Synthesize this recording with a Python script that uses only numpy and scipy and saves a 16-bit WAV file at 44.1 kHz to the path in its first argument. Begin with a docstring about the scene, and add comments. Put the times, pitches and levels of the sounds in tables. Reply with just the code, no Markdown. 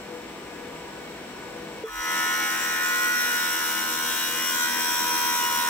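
"""Thickness planer in a woodshop, heard close by at its table.
It idles: coloured noise for the extractor's air rush, wavering sines for motor, fan and bearings.
At 1.84 s a short hollow ping (decaying sines); the air level dips and a low hum follows.
From 1.85 s the sound of six rows of knives in a glued board swells in, first its end strips, then gradually
its full width: harmonics of the turning rate howl and screech, noise throbbing with the block makes chips hiss."""
import sys
import numpy as np
from scipy import signal
from scipy.fft import rfft, irfft, next_fast_len
from scipy.io import wavfile
from scipy.ndimage import uniform_filter1d, map_coordinates

SR = 44100
rng = np.random.default_rng(int(sys.argv[2]) if len(sys.argv) > 2 else 0)


def output_pcm(signal):
    """Save a mono or channel-first signal as 16-bit PCM at the path in sys.argv[1].

    Samples are clipped to [-1, 1] before scaling.
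    """
    pcm = np.clip(np.atleast_2d(signal).T, -1, 1) * 32767
    wavfile.write(sys.argv[1], SR, np.round(pcm).astype(np.int16))


N = 250929
TIME = np.arange(N) / SR
FRAMES = np.linspace(0, N / SR, 300)  # s, slow grid for the line strengths

# noise likeness of left and right: f/Hz, correlation
ALIKE = [(60, 0.77), (150, 0.97), (400, 0.84), (800, 0.74), (1400, 0.66), (3000, 0.35), (6000, 0.079)]
# left-right balance: f/Hz, L-R/dB
LEAN = [(100, -1), (400, 2.5), (1500, 4), (4000, -0.5), (9000, 3), (11500, 1.5), (15000, 8.5)]
# air rush spectrum: f/Hz, relative density/dB
AIR = [(20, -31), (55, -12.5), (90, -14), (170, -12), (260, -5), (430, -3), (580, -8.5), (950, -9),
       (1300, -14.5), (2200, -13), (3500, -19.5), (4400, -21.5), (4900, -26.5), (6600, -28.5),
       (10500, -33.5), (15500, -38)]
# resonances in the air stream: f/Hz, width/Hz, lift/dB
HOOD = [(5580, 660, 7), (11800, 500, 0), (15100, 1500, 8.5)]
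# air past a narrow gap: f/Hz, relative density/dB
WHISTLE = [(6500, -47), (7300, -4.5), (7470, -7), (7580, -1), (7720, 0), (7900, -9), (8200, -5),
           (9200, -35)]
# tones of motor, fan and bearings: f/Hz, relative level/dB, L-R/dB
MOTOR = [(58.6, -65.5, 5), (161, -58.5, 0), (204.6, -55, 1), (252.6, -56, -1), (331.4, -54, -1),
         (488, -48.5, 10), (665.5, -58.5, -6), (954, -57.5, -4), (988, -58.5, 2), (1208, -61, 7),
         (1487, -57.5, -9), (1513, -63.5, -28), (1684, -59.5, 6), (1770, -76, -11), (1890, -77, 3),
         (2220, -59, 0), (3000, -64, 12), (3820, -69, 7)]
# level of the running machine, dips briefly as the cutting sound starts: t/s, level/dB
AIR_LEVEL = [(0, -38.5), (1.835, -37.5), (1.855, -48), (1.93, -54), (2.12, -41), (3, -42.5), (5.69, -42)]
# brief pings: t/s, f/Hz, level/dB, rise/s, t60/s
PINGS = [(1.837, 445, -23, .0015, .15), (1.838, 3400, -46, .004, .3), (1.87, 1170, -28, .008, .06),
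         (1.881, 1745, -28, .004, .04)]
# short low hum: t/s, level/dB
HUM = [(1.85, -100), (1.89, -54.5), (2.01, -44), (2.04, -100)]
# speed of the block, slightly slower under load: t/s, rate/(turns/s)
SPEED = [(3.18, 80.8), (3.42, 80.46), (4.35, 80.46), (4.6, 80.78), (4.85, 80.85), (5.3, 80.85),
         (5.55, 80.57)]
# tearing fibres: f/Hz, relative density/dB
TEARING = [(400, -24), (800, -10), (1500, 0), (2000, -2.5), (2500, -8.5), (3100, -10), (4500, -18),
           (8000, -30)]
# chip hiss: f/Hz, relative density/dB
CHIPS = [(1000, -20), (2500, -9), (3200, -3), (4000, -4.5), (4700, -11), (5350, -1), (5800, 5.5),
         (6550, -6), (7700, 0.5), (9000, -5.5), (11000, -2.5), (12000, 0.5), (13200, -3), (15000, 2),
         (15700, -2)]
# share of the cutting noise that recurs a turn later: f/Hz, share
REPEAT = [(800, .3), (2500, .42), (7000, .42), (10000, .28), (15000, .2)]
# lead of the cut's tones at the left port: f/Hz, phase/rad
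LEAD = [(100, 0), (500, .5), (1000, 1.2), (1450, 1.4), (1900, .8), (3500, .7), (8000, 1.3)]
# howl lines: order of the turning rate, relative level in strips/dB, in full width/dB, L-R/dB
HOWL = [(3, -21, -12, 0), (4, -13, -10.5, 1), (6, -15, -16, 6), (7, -21, -17, 3), (8, -23, -23, 2),
        (9, -16.5, -22, 4), (10, -13, -21, 4), (11, -12.5, -11, 3), (14, -26, -12.5, 2), (15, -22, -18, 3),
        (17, -9.5, -9.5, 2), (20, -18, -18, 1), (21, -6, -9, -2), (26, -14, -13.5, 3), (27, -13, -20, 1),
        (28, -7, -10.5, 7), (29, -18, -15, 3), (31, -18, -11, -2), (32, -17, -19, 5), (33, -17, -24, -1),
        (34, -13.5, -12.5, 7), (35, -14, -10.5, 4), (37, -20, -18, 2), (38, -24, -19, -1),
        (39, -24, -11, 5), (41, -20, -14, 2), (42, -14, -8.5, 1)]
# singing harmonics, swelling and fading as the board slides; each: t/s, level before swell-in gain/dB
ORDER_12 = [(1.93, -34.5), (2.25, -38), (2.41, -49), (2.73, -45.0), (3.13, -54), (3.37, -42), (4.09, -40.5),
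            (4.41, -49), (4.57, -38), (5.13, -29.5), (5.65, -29.5)]
ORDER_13 = [(1.93, -36.5), (2.73, -42), (3.05, -35), (3.13, -45), (3.93, -38.5), (4.33, -41.5),
            (4.57, -36.5), (4.65, -42.0), (5.65, -34.5)]
ORDER_16 = [(1.93, -30), (2.33, -35.5), (2.73, -37), (3.37, -44), (3.69, -40), (4.33, -46), (4.49, -44.5),
            (5.65, -43.5)]
ORDER_18 = [(1.93, -31), (2.17, -32.5), (2.33, -29.5), (2.65, -34.5), (3.05, -25), (3.69, -33.5),
            (3.77, -34.5), (4.01, -34.5), (4.33, -45), (4.65, -27.5), (4.73, -54), (4.89, -37), (5.21, -38),
            (5.65, -33.5)]
ORDER_19 = [(1.93, -40), (2.01, -58), (2.57, -40), (2.97, -41), (3.05, -41.5), (3.85, -36.5), (4.33, -38),
            (4.73, -35.5), (5.65, -40.5)]
ORDER_22 = [(1.93, -38), (2.25, -33.5), (2.57, -44), (2.81, -34), (3.05, -47), (3.45, -39.5), (4.01, -48),
            (4.17, -41.5), (5.65, -85)]
ORDER_23 = [(1.93, -50.5), (2.33, -38), (2.81, -35.5), (2.89, -47), (3.29, -42), (3.53, -58), (5.37, -48),
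            (5.65, -40.5)]
ORDER_24 = [(1.93, -45.0), (2.01, -35.5), (2.73, -38), (2.89, -33.5), (3.13, -31.5), (4.09, -52),
            (4.65, -36), (5.13, -45), (5.29, -37.5), (5.65, -48.5)]
ORDER_25 = [(1.93, -42), (2.09, -33), (2.41, -51), (3.77, -44), (4.01, -56.5), (4.17, -54), (4.49, -40),
            (4.57, -59), (5.65, -47)]
ORDER_30 = [(1.93, -38), (2.41, -52), (2.57, -39.5), (3.29, -38.5), (3.53, -50), (4.09, -57), (4.17, -40.5),
            (5.21, -39), (5.65, -45.0)]
ORDER_36 = [(1.93, -44), (2.49, -40), (3.21, -53), (3.29, -40.5), (4.01, -42), (4.49, -36.5), (4.57, -50),
            (5.29, -57), (5.45, -34), (5.65, -48)]
ORDER_40 = [(1.93, -41.5), (3.61, -62.5), (4.09, -41), (4.25, -48.5), (4.49, -42.5), (5.13, -42.5),
            (5.29, -38.5), (5.45, -65), (5.65, -65)]
ORDER_48 = [(1.93, -44), (3.13, -47), (3.29, -38.5), (3.85, -45), (4.25, -37), (4.49, -51), (4.57, -40.5),
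            (5.21, -42), (5.65, -43)]
ORDER_70 = [(1.93, -46.5), (3.05, -51), (3.21, -31.5), (3.45, -45), (4.33, -48), (4.49, -32.5), (4.57, -54),
            (4.89, -32.5), (5.37, -37), (5.65, -54)]
ORDER_72 = [(1.93, -44.0), (2.09, -37.5), (2.17, -43), (2.49, -43.5), (3.05, -46.5), (3.13, -40),
            (3.21, -52), (5.29, -41), (5.65, -44)]
ORDER_94 = [(1.93, -60), (2.89, -41), (3.29, -62), (4.41, -50), (4.57, -37), (4.73, -54), (5.65, -51.0)]
# the singers: order, level curve (t/s, level/dB), L-R/dB, left lead/rad
SINGERS = [(12, ORDER_12, -2, 1), (13, ORDER_13, -2, 1.1), (16, ORDER_16, 1, 1.2), (18, ORDER_18, -3, 1.5),
           (19, ORDER_19, 2, 1.1), (22, ORDER_22, 4, 0), (23, ORDER_23, 4, -.4), (24, ORDER_24, 2, 1.6),
           (25, ORDER_25, 3, .2), (30, ORDER_30, 3, 1.6), (36, ORDER_36, 3, .7), (40, ORDER_40, 2, -.7),
           (48, ORDER_48, -5, 2.6), (70, ORDER_70, 3, 2.2), (72, ORDER_72, 0, 0), (94, ORDER_94, 5, 1.3)]
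# comb of harmonics under the whine: f/Hz, relative level/dB
SCREECH = [(3500, -18), (4300, -18.5), (4900, -21), (5800, -14), (6500, -22), (7600, -17), (8400, -20.5),
           (10000, -20.5), (11200, -25), (13000, -28), (15000, -24), (15800, -30)]
# whine, high lines that stand out: order, relative level in strips/dB, in full width/dB
WHINE = [(46, -16, -12), (49, -13.5, -17), (50, -15, -20), (52, -15.5, -15), (54, -11.5, -13),
         (58, -12.5, -16), (60, -17, -14.5), (64, -8, -9.5), (66, -12, -7), (69, -12, -8.5),
         (71, -10, -9.5), (73, -14, -11), (75, -9, -14), (76, -13, -11.5), (77, -14, -17), (82, -13, -14.5),
         (84, -15, -18), (88, -13, -10.5), (96, -16, -14.5), (100, -10, -15), (118, -19, -15),
         (120, -17, -18), (130, -15, -19), (148, -24, -14)]

AIR_LEAD_S = .00008  # machine and chip noise reach the left port first
TOP_HZ = 15780
TURN_HZ, KNIVES = 80.8, 6  # usual turns/s of the block; rows of knives
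CUT_S, SWELL_IN_S = 1.85, 0.39  # the cutting sound starts; time to full level
SWELL_IN_DB, SWELL_IN_CURVE = 20, 2.17  # its start is this much quieter; power law of the rise
WIDEN_S, WIDEN_LAG_S = 2.67, 0.75  # strips give way to full board; time constant
# (strips, full width): reference level of each layer
HOWL_DB, SCREECH_DB, HISS_DB = (-36, -39), (-46.5, -41.5), (-37, -34.5)
SPRAY_DB = 7  # spray above the hiss reference
FINE_HZ, FINE_DB = 9100, (-4.5, -1.5)  # fine chips hiss above this; their gain (strips, full width)
GRAIN_DB, GRAIN_PER_S = 0.77, 18  # passing grain makes the howl waver
HOWL_SWELL_DB, SCREECH_SWELL_DB = 2, 2.8  # each line comes and goes with the grain
UNEVEN_DB = 2.8  # comb lines meet or miss resonances of the hood
STRIKE_TURNS = .06  # where in a turn the first knife strikes
SMEAR_RAD = 1.7  # scatter of phase steps between orders six apart, from ringing
# where in a turn each layer is strongest
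FINE_PEAK_TURNS, COARSE_PEAK_TURNS, SCREECH_PEAK_TURNS = -.04, .12, .2


def amp(db):
    """Decibels to gain."""
    return 10 ** (np.asarray(db) / 20)


def unit(x):
    """x at rms 1."""
    return x / np.sqrt(np.mean(np.abs(x) ** 2) + 1e-20)


def along(points, hz):
    """Interpolates (f/Hz, value) points on a log axis."""
    f, v = np.transpose(points)
    return np.interp(np.log(hz + 1), np.log(f + 1), v)


def curve(rows, at=TIME):
    """Interpolates (t/s, value) points in time."""
    s, value = np.transpose(rows)
    return np.interp(at, s, value)


def lift(peaks, hz):
    """Gain in dB that the resonances add."""
    return sum(db / (1 + (2 * (hz - centre) / width_hz) ** 2) for centre, width_hz, db in peaks)


def pan(lean_db):
    """Left and right gains of mean power 1."""
    pair = amp(np.array([lean_db, -lean_db]) / 2)
    return pair / np.sqrt(np.mean(pair ** 2, axis=0))


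def wobble(rate, at=TIME):
    """Smooth random curve, rate knots per second."""
    return map_coordinates(rng.standard_normal(int(N * rate / SR) + 4), [at * rate])


def filtered(x, response):
    """x times a response of frequency."""
    m = next_fast_len(N + SR // 2)
    return irfft(rfft(x, m) * response(np.fft.rfftfreq(m, 1 / SR)), m)[..., :N]


def rush(spectrum, peaks=()):
    """Turbulent stereo noise of rms 1: alike in the bass, nearly unrelated in the treble."""
    def colour(hz):
        angle = np.arccos(np.clip(along(ALIKE, hz), -1, 1)) / 2
        gain = amp(along(spectrum, hz) + lift(peaks, hz))
        return gain * np.array([np.cos(angle), np.sin(angle)])

    mid, side = filtered(rng.standard_normal((2, N)), colour)
    ports = np.array([mid + side, mid - side])
    return unit(filtered(ports, lambda hz: pan(along(LEAN, hz))))


def machine():
    """Air rushes through the hood and whistles faintly, under unsteady motor, fan and bearing tones."""
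    tones = 0
    for hz, db, lean_db in MOTOR:
        level = amp(db + 3.4 * wobble(7.8)) * pan(lean_db)[:, None]
        tones = tones + level * np.sin(2 * np.pi * hz * TIME + 0.84 * wobble(8))
    whistle = amp(-18.5 + 1.5 * wobble(15.4)) * rush(WHISTLE)
    air = amp(-1.85) * rush(AIR, HOOD)
    return amp(curve(AIR_LEVEL)) * (air + whistle + amp(41.5) * tones)


def pings(hum_hz=46):
    """Decaying sines: hollow ping, thin high ring, two tiny blips; then a low hum."""
    out = amp(curve(HUM)) * np.sin(2 * np.pi * hum_hz * TIME)
    for s, hz, db, rise_s, t60_s in PINGS:
        t = np.maximum(TIME - s, 0)
        envelope = amp(db - 60 * t / t60_s) * (1 - np.exp(-t / rise_s))
        out += envelope * np.sin(2 * np.pi * hz * t)
    return out


def speed():
    """Turns per second of the block, with a slight flutter."""
    return curve(SPEED) + 0.016 * wobble(15)


def swell_in(at):
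    """Gain in dB while the cutting sound swells in; 0 at full level."""
    return -SWELL_IN_DB * np.clip(1 - (at - CUT_S) / SWELL_IN_S, 0, 1) ** SWELL_IN_CURVE


def width(at):
    """Cut width, relaxing from the strips (0) to the full board (1)."""
    return 1 - np.exp(-np.maximum(at - WIDEN_S, 0) / WIDEN_LAG_S)


def widened(levels_db, at):
    """Level in dB between strips and full width."""
    strips_db, full_db = levels_db
    return strips_db + (full_db - strips_db) * width(at)


def cut_level(levels_db, at):
    """Layer level in dB, following the swell-in and the width of the cut."""
    return widened(levels_db, at) + swell_in(at)


def throb(cycles, depth_db, rise=0.16):
    """One level swing of +-depth_db a cycle, peaking at whole cycles: quick rise, slower fall."""
    return unit(amp(depth_db * np.interp((cycles + rise) % 1, [0, rise, 1], [-1, 1, -1])))


def patchy(x, depth_db):
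    """Narrow bands of x swell and fade on their own."""
    z = signal.stft(x, nperseg=512)[2]
    field = uniform_filter1d(rng.standard_normal(z.shape[1:]), size=4, axis=0)
    field = uniform_filter1d(field, size=22, axis=1)
    return unit(signal.istft(z * amp(depth_db * unit(field)), nperseg=512)[1][:, :N])


def recurring(noise, turns):
    """Knives tear the same fibres turn after turn: noise partly repeats, locked to the block."""
    def comb(hz):
        share = along(REPEAT, hz)
        return np.sqrt(1 - share ** 2) / (1 - share * np.exp(-2j * np.pi * hz / TURN_HZ))

    where = [turns * SR / TURN_HZ]  # samples; warps the fixed period to the block's angle
    ports = [map_coordinates(port, where, order=5, mode="mirror") for port in filtered(noise, comb)]
    return unit(np.array(ports))


def chips(turns, burst_db=0.7, gust_db=0.82, tearing_db=-0.5):
    """Fibres tear at every bite; chips spray against the hood, brighter as the cut widens."""
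    howl_db, hiss_db = cut_level(HOWL_DB, TIME), cut_level(HISS_DB, TIME)
    bites = KNIVES * (turns - STRIKE_TURNS)

    tearing = recurring(patchy(rush(TEARING), depth_db=2), turns)
    tearing = tearing * throb(bites, depth_db=1.5) * throb(turns - SCREECH_PEAK_TURNS, depth_db=1.8)

    # chip flow flutters differently on each side of the hood
    gusts_db = .5 * wobble(24) + gust_db * np.array([wobble(22), wobble(22)])
    hiss = recurring(patchy(rush(CHIPS), depth_db=1.4), turns)
    spray = unit(hiss * amp(burst_db * wobble(900) + gusts_db))

    fine = filtered(spray, lambda hz: 1 - 1 / (1 + (hz / FINE_HZ) ** 10))
    coarse = (spray - fine) * throb(turns - COARSE_PEAK_TURNS, depth_db=2.4, rise=.35)
    fine = fine * throb(turns - FINE_PEAK_TURNS, depth_db=2.5)
    spray = (coarse + fine * amp(widened(FINE_DB, TIME))) * throb(bites, depth_db=.4)
    return amp((howl_db + hiss_db) / 2 + tearing_db) * tearing + amp(hiss_db + SPRAY_DB) * spray


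def knife_phases():
    """Related phases six orders apart: six unequal blows a turn, smeared by the board's ringing."""
    steps = rng.normal(-2 * np.pi * KNIVES * STRIKE_TURNS, SMEAR_RAD, size=(33, KNIVES))
    return (rng.uniform(0, 2 * np.pi, KNIVES) + np.cumsum(steps, axis=0)).ravel()


def arrival(order, spread):
    """Left lead of an order in rad; reflections shift each line differently."""
    return along(LEAD, order * TURN_HZ) + spread * rng.normal()


def partial(order, level_db, lean_db, lead, phase, unrest, rate):
    """Order and its complex strength per port and frame; passing grain makes it drift."""
    def drift():
        return wobble(rate, FRAMES) + 1j * wobble(rate, FRAMES)

    shared = np.exp(1j * phase) + unrest * drift()
    ports = [unit(shared + unrest * drift() / 2) * np.exp(1j * side * lead) for side in (.5, -.5)]
    return order, amp(level_db) * pan(lean_db)[:, None] * np.array(ports)


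def revolve(partials, turns, size=4096):
    """Builds the wave of one turn for each frame and plays it at the angle of the block."""
    lines = np.zeros((2, len(FRAMES), size // 2 + 1), complex)
    for order, strength in partials:
        lines[:, :, order] += strength
    waves = irfft(lines, size) * size / np.sqrt(2)  # unit strength = rms 1
    waves = np.concatenate([waves, waves[..., :1]], axis=-1)  # close the turn
    where = [TIME / FRAMES[1], turns % 1 * size]
    return np.array([map_coordinates(w, where, order=1, mode="nearest") for w in waves])


def howl(turns, phases):
    """Knife blows shake the board; colour shifts as the cut widens, a few harmonics sing out."""
    howl_db = cut_level(HOWL_DB, FRAMES) + GRAIN_DB * wobble(GRAIN_PER_S, FRAMES)
    lines = []
    # unrest grows with order: short waves feel the grain most
    for k, strips_db, full_db, lean_db in HOWL:
        swell_db = HOWL_SWELL_DB * wobble(5.02, FRAMES)
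        level_db = howl_db + widened((strips_db, full_db), FRAMES) + swell_db
        lead = arrival(k, spread=.45)
        lines.append(partial(k, level_db, lean_db, lead, phases[k], unrest=.06 + k / 220, rate=11))
    for k, level, lean_db, lead in SINGERS:
        level_db = curve(level, FRAMES) + swell_in(FRAMES)
        lines.append(partial(k, level_db, lean_db, lead, phases[k], unrest=k / 240, rate=18))
    return revolve(lines, turns)


def screech(turns, phases):
    """Sharp edges excite high orders: a dense, buzzing comb with whining lines standing out."""
    edge_db = cut_level(SCREECH_DB, FRAMES)
    singing = [round(row[0]) for row in SINGERS]
    levels_db = {k: along(SCREECH, k * TURN_HZ) + UNEVEN_DB * rng.normal()
                 for k in range(43, 195) if k not in singing}
    for k, strips_db, full_db in WHINE:
        levels_db[k] = widened((strips_db, full_db), FRAMES)

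    lines = []
    for k, db in levels_db.items():
        level_db = edge_db + db + SCREECH_SWELL_DB * wobble(9, FRAMES)
        lean_db = along(LEAN, k * TURN_HZ) + 2 * rng.normal()
        lead = arrival(k, spread=1.3)
        lines.append(partial(k, level_db, lean_db, lead, phases[k], unrest=k / 280, rate=18))
    return revolve(lines, turns) * throb(turns - SCREECH_PEAK_TURNS, depth_db=2.6)


def scene():
    """Running machine, pings, then the cut; machine and chip noise reach the left port first."""
    turns, phases = np.cumsum(speed()) / SR, knife_phases()
    engaged = np.interp(TIME - CUT_S, [-.015, .01], [0, 1])
    sides = np.array([[1], [-1]])
    noise = machine() + engaged * chips(turns)
    noise = filtered(noise, lambda hz: np.exp(1j * np.pi * hz * AIR_LEAD_S * sides))
    return noise + pings() + engaged * (howl(turns, phases) + screech(turns, phases))


def record(dry):
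    """Sharp band limit: nothing at or above TOP_HZ."""
    return filtered(dry, lambda hz: hz < TOP_HZ)


dry = scene()
out = record(dry)
output_pcm(out)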